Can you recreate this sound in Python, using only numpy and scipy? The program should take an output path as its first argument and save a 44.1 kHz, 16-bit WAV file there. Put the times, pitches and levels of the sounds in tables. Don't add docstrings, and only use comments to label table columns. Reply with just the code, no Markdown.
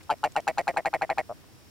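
import sys
import numpy as np
from scipy import signal
from scipy.fft import rfft, irfft
from scipy.io import wavfile
from scipy.ndimage import uniform_filter1d

SR = 44100
rng = np.random.default_rng(int(sys.argv[2]) if len(sys.argv) > 2 else 0)


def field_ratio(decibels):
    return 10 ** (np.asarray(decibels, dtype=float) / 20)


def digitize_waveform(pressure):
    field = np.atleast_2d(pressure).T
    bounded = np.clip(field, -1, 1)
    quanta = np.round(bounded * 32767).astype(np.int16)
    wavfile.write(sys.argv[1], SR, quanta)


N = 74970

# (strongest pulse [s], level [dB], fast period [ms], last period [ms], brightness [dB])
CROAKS = [(.1009, -14, 6.8, 10.2, -1), (.2391, -13.5, 6.55, 8.3, 0), (.3636, -14.5, 6.45, 8.7, 0),
          (.4776, -14.5, 6.15, 7.9, 2), (.5823, -14.5, 5.75, 7.0, 3), (.6790, -14.5, 5.65, 7.4, 2),
          (.7708, -15, 6.0, 8.3, -2), (.8573, -15, 5.9, 6.4, -1), (.9383, -15, 5.9, 6.6, -4),
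          (1.0197, -15.5, 6.2, 7.7, -4), (1.1003, -15.5, 6.0, 7.7, -5), (1.1826, -15, 6.35, 8.2, -2)]
PULSE_COUNTS = [7] * 7 + [6] * 5
WARM_UP_S, SLOW_MS = 0.33, (6.4, 7.35)
LEAD_IN_DB, LEAD_DULL_DB, FADE_DB, FADE_POWER = -9, -3.5, -0.2121, 2.28
LAST_RING_S, SCATTER_DB, DETUNE = 0.009, 1.5, 0.02
RASP_DB, RASP_BAND_HZ, RASP_S = -13, (1481.5, 9888), 0.0018


def croaks():
    out, rasp = np.zeros(N), np.zeros(N)
    for (peak_s, db, fast_ms, last_ms, bright_db), count in zip(CROAKS, PULSE_COUNTS):
        chance = np.clip(rng.standard_normal((8, 14)), -2, 2)
        warm = 1 - np.exp(-peak_s / WARM_UP_S)
        slow_ms = blend(SLOW_MS, warm)
        gaps_s = np.array([slow_ms, slow_ms + 0.2] + [fast_ms] * (count - 4) + [last_ms]) / 1000
        times = peak_s - gaps_s[0] + np.r_[0, np.cumsum(gaps_s)]
        for k, at in enumerate(times):
            is_last = k == count - 1
            late = max(k - 1, 0)
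            tune, vary_db = 1 + DETUNE * chance[k, :7], SCATTER_DB * chance[k, 7:]
            dull_db = LEAD_DULL_DB * (k == 0)
            level = db + (LEAD_IN_DB if k == 0 else FADE_DB * late ** FADE_POWER * 6 / count)
            level -= 1.1 * (last_ms - fast_ms) * is_last
            until_s = LAST_RING_S if is_last else gaps_s[k] - CHOKE_S
            throat_and_beak(out, at, k, warm, level, dull_db, tune, vary_db, until_s)
            upper_tract(out, at, late, warm, level, bright_db + 5 * dull_db, tune, vary_db, until_s)
            rasp_db = level + bright_db + 4 * dull_db - 4 * (k == 1) - 3 * late + 2 * vary_db[2]
            strike(rasp, at, 1 / (4 * RASP_S), rasp_db, 6 * RASP_S)
            if not is_last:
                snap(out, rasp, times[k + 1], k, warm, level, bright_db, dull_db, tune, vary_db)
    band = signal.butter(2, RASP_BAND_HZ, "band", fs=SR, output="sos")
    air = signal.sosfilt(band, rng.standard_normal(N))
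    return out + field_ratio(RASP_DB) * np.abs(rasp) * air


TAUT_HZ, SLACK_HZ, THROAT_RING_S = (908, 816), 660, (0.055, 0.018)
SLACK_FROM_PULSE, SLACK_PULSES = (2.12, 0.92), 1.89
BEAK_HZ, BEAK_RING_S, OPENING_PER_PULSE = (1357, 1910), (0.024, 0.013), 0.75
BEAK_GAIN_DB, BEAK_FADE_DB = -5, (-5, -1)
PIPE_HZ, PIPE_SAG_HZ, PIPE_DB, PIPE_T60_S = (3496, 2356), -90, (-21.5, -8.5), 0.022


def throat_and_beak(out, at, k, warm, level, dull_db, tune, vary_db, until_s):
    late = max(k - 1, 0)
    slack = np.clip((k - blend(SLACK_FROM_PULSE, warm)) / SLACK_PULSES, 0, 1)
    throat_hz = blend((blend(TAUT_HZ, warm), SLACK_HZ), slack) * tune[0] ** 0.5
    strike(out, at, throat_hz, level + vary_db[0] / 4, blend(THROAT_RING_S, slack), until_s)
    opening = min((k * warm * OPENING_PER_PULSE) ** 2, 1)
    beak_db = level + BEAK_GAIN_DB + dull_db + vary_db[1] + late * blend(BEAK_FADE_DB, warm)
    strike(out, at, -blend(BEAK_HZ, opening) * tune[1], beak_db, blend(BEAK_RING_S, opening), until_s)
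    pipe_hz = (blend(PIPE_HZ, warm) + PIPE_SAG_HZ * late) * tune[2]
    pipe_db = level + blend(PIPE_DB, warm) - 2.4 * late + 4 * dull_db + vary_db[2]
    strike(out, at, pipe_hz, pipe_db, PIPE_T60_S, until_s)


# (frequency [Hz], level [dB], t60 [s], fade [dB/pulse])
UPPER = [(4192, -12.5, 0.015, -14.5), (6695, -20.5, 0.021, -19), (356, -27.5, 0.01, -2),
         (148, -40, 0.024, -20)]


def upper_tract(out, at, late, warm, level, bright_db, tune, vary_db, until_s):
    for j, (hz, mode_db, t60, fade_db) in enumerate(UPPER):
        shine_db = bright_db + blend((-14, 0), warm) if hz > 1000 else 0
        early_fade_db = blend((-fade_db * 0.4, fade_db), warm)
        faded_db = early_fade_db * min(late, 2) + fade_db * max(late - 2, 0)
        glide = 1 + blend((0.09, 0), warm) * (late - 1) * (j == 0)
        mode_hz = hz * glide * tune[3 + j] ** 0.5
        strike(out, at, mode_hz, level + mode_db + shine_db + faded_db + vary_db[3 + j], t60, until_s)


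SNAP_BEFORE_MS, SNAP_HZ, SNAP_DB, SNAP_T60_S = 2.298, (2590, 2355), -3, 0.0051
SNAP_HIGH_HZ, SNAP_HIGH_DB = 4690, -8


def snap(out, rasp, next_pulse_s, k, warm, level, bright_db, dull_db, tune, vary_db):
    at = next_pulse_s - SNAP_BEFORE_MS / 1000
    if k == 0:
        step_db = blend((-20, -2), warm)
    else:
        step_db = -1.5 * k + blend((-6, 0), warm) * (k == 1)
    db = level + vary_db[4] + step_db
    hz = (blend(SNAP_HZ, warm) - 60 * max(k - 1, 0)) * tune[5]
    strike(out, at, hz, db + SNAP_DB, SNAP_T60_S)
    high_db = db + SNAP_HIGH_DB + blend((6, -6), warm) + bright_db - 2.7 * k
    strike(out, at, SNAP_HIGH_HZ * tune[6], high_db, SNAP_T60_S)
    puff_db = db + bright_db + 2 * dull_db - 2 * k + 2 * vary_db[1]
    strike(rasp, at, 1 / (4 * RASP_S), puff_db, 6 * RASP_S)


# (first pulse [s], period [ms], level [dB], throat [Hz], upper [Hz], upper [dB], t60 [s])
GRUNT = (1.2956, 8.6, -24, 640, 1200, -9, .033)
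GRUNT_STEPS_DB = (-18, -1.5, 0, 0, -4.5)


def grunt():
    out = np.zeros(N)
    first_s, period_ms, db, hz, up_hz, up_db, t60 = GRUNT
    until_s = period_ms / 1000 - CHOKE_S
    for k, step_db in enumerate(GRUNT_STEPS_DB):
        delay_ms = 1.2 * (k == 4) + 3.8 * (k == 0)
        at = first_s + ((k - 1) * period_ms + delay_ms) / 1000
        strike(out, at, hz, db + step_db, t60, until_s)
        strike(out, at, -up_hz, db + step_db + up_db, t60 / 3, until_s)
        strike(out, at, 230, db + step_db - 21, t60 / 2, until_s)
    return out


def blend(pair, share):
    return pair[0] + (pair[1] - pair[0]) * share


RISE_S, CHOKE_S = 0.00023, 0.0012


def strike(out, start_s, hz, db, t60, until_s=1.0):
    i, length = int(start_s * SR), 2600
    t = np.maximum((np.arange(i, i + length) + 1) / SR - start_s, 0)
    rise = (1 - np.exp(-t / RISE_S)) ** 2
    decay = np.exp(-np.log(1000) * t / t60 - np.maximum(t - until_s, 0) / CHOKE_S)
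    out[i + 1:i + 1 + length] += field_ratio(db) * rise * decay * np.sin(2 * np.pi * hz * t)


# (frequency [Hz], left lead [rad])
BIRD_PHASE = [(0, 0), (520, 0.55), (2070, -0.37), (3790, 0.8), (5860, -0.0053), (6460, -2.64),
              (7320, 0.024), (8700, 0.98), (9220, 1), (12600, -0.56), (13400, 0.24), (14100, -0.2),
              (14600, 0.43), (15800, -0.1)]
# (frequency [Hz], left minus right [dB])
BIRD_BALANCE = [(170, -2.5), (700, 2), (1700, 2), (2400, -6), (3100, -5), (4200, 2.5), (5500, 2),
                (8300, -2)]
ECHO_DB, ECHO_T60_S = -27, 0.05


def across_heather(x):
    t = np.arange(4410) / SR
    echo = rng.standard_normal((2, len(t))) * np.exp(-np.log(1000) * t / ECHO_T60_S)
    echo /= np.sqrt(np.sum(echo[0] ** 2))
    hz = np.fft.rfftfreq(N, 1 / SR)
    half = field_ratio(at_hz(BIRD_BALANCE, hz) / 2) * np.exp(0.5j * at_hz(BIRD_PHASE, hz))
    direct = irfft(rfft(x) * np.array([half, 1 / half]), N)
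    return direct + field_ratio(ECHO_DB) * signal.fftconvolve(x[None], echo, axes=1)[:, :N]


def at_hz(points, hz):
    p = np.array(points, float)
    return np.interp(np.log(np.maximum(hz, 1)), np.log(p[:, 0]), p[:, 1])


# (frequency [Hz], density [dB/Hz])
WIND_MID = [(12, -64), (20, -23.5), (91, -0.5), (193, -13.5), (319, -8), (558, -16), (4300, -26),
            (5230, -27.5), (16000, -32.5)]
# (frequency [Hz], density [dB/Hz])
WIND_SIDE = [(26, -56), (45, -29), (75, -20), (114, -15), (150, 5.5), (391, -16.5), (4460, -24),
             (5290, -25), (16000, -32)]
WIND_MID_DB, WIND_SIDE_DB, GUST_DB, FLICKER_DB = -56, -55, 0.8, 1.5


def wind():
    hz, gust, pair = np.fft.rfftfreq(N, 1 / SR), walk(2.1), []
    octave = np.log2(np.maximum(hz, 1) / 20)
    for points, db in ((WIND_MID, WIND_MID_DB), (WIND_SIDE, WIND_SIDE_DB)):
        spec = rfft(rng.standard_normal(N)) * field_ratio(at_hz(points, hz)) * (hz > 15)
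        out = np.zeros(N)
        for k in range(11):
            share = np.clip(1 - np.abs(octave - k), 0, 1)
            swell_db = GUST_DB * gust + FLICKER_DB * walk(12.3) / (1 + k / 4)
            out += irfft(spec * share, N) * field_ratio(swell_db)
        pair.append(out * field_ratio(db) / np.std(out))
    mid, side = pair
    return np.array([mid + side, mid - side])


def walk(rate_hz):
    k = int(SR / rate_hz)
    held = np.repeat(rng.standard_normal(N + 1)[:N // k + 1], k)
    return 0.46 * uniform_filter1d(uniform_filter1d(held, k), k)[:N]


# (frequency [Hz], level [dB])
MOTOR = [(96.9, -73), (317.6, -73.5), (4802, -77), (5103, -107), (5405, -71.5), (5701, -80)]
WOBBLE_RAD, SIDE_RAD = 1.2, 0.3


def motor():
    t, out = np.arange(N) / SR, np.zeros((2, N))
    for hz, db in MOTOR:
        phase = 2 * np.pi * hz * t + WOBBLE_RAD * walk(9.5) + np.array([[SIDE_RAD], [-SIDE_RAD]])
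        out += np.sqrt(2) * field_ratio(db + 3.7 * walk(10.3)) * np.sin(phase)
    return out


# (time [s], level [dB], frequency [Hz], length [s])
TICKS = [
    (.004, -60, 1950, 0.0052),
    (0.029, -62.5, 8000, 0.0036),
    (0.182, -64, 5100, 0.0024),
    (0.32, -56, 6600, 0.0016),
    (0.403, -51, 6500, 0.00091),
    (0.405, -63, 6900, 0.00064),
    (.737, -44, 600, 0.0033),
    (0.753, -57.5, 403, 0.0044),
    (1.44, -56.5, 870, 0.0023),
]


def handling():
    out = np.zeros((2, N))
    for at, db, hz, length_s in TICKS:
        band = signal.butter(2, [hz / 2.4, hz * 1.2], "band", fs=SR, output="sos")
        noise = signal.sosfilt(band, rng.standard_normal((2, 4096)))
        i, u = int(at * SR), np.arange(4096) / SR / length_s
        burst = u * np.exp(1 - u) * (noise[0] + 1.2 * noise) / np.std(noise)
        out[:, i:i + 4096] += field_ratio(db) * burst
    return out


def scene():
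    return across_heather(croaks() + grunt()) + wind() + motor() + handling()


def roll_off(x):
    return signal.sosfilt(signal.butter(12, 16300, fs=SR, output="sos"), x)


def record(dry):
    low_pass = signal.ellip(10, 0.2, 70, 15850, fs=SR, output="sos")
    mix = signal.sosfilt(low_pass, dry)
    return roll_off(mix)


dry = scene()
out = record(dry)
digitize_waveform(out)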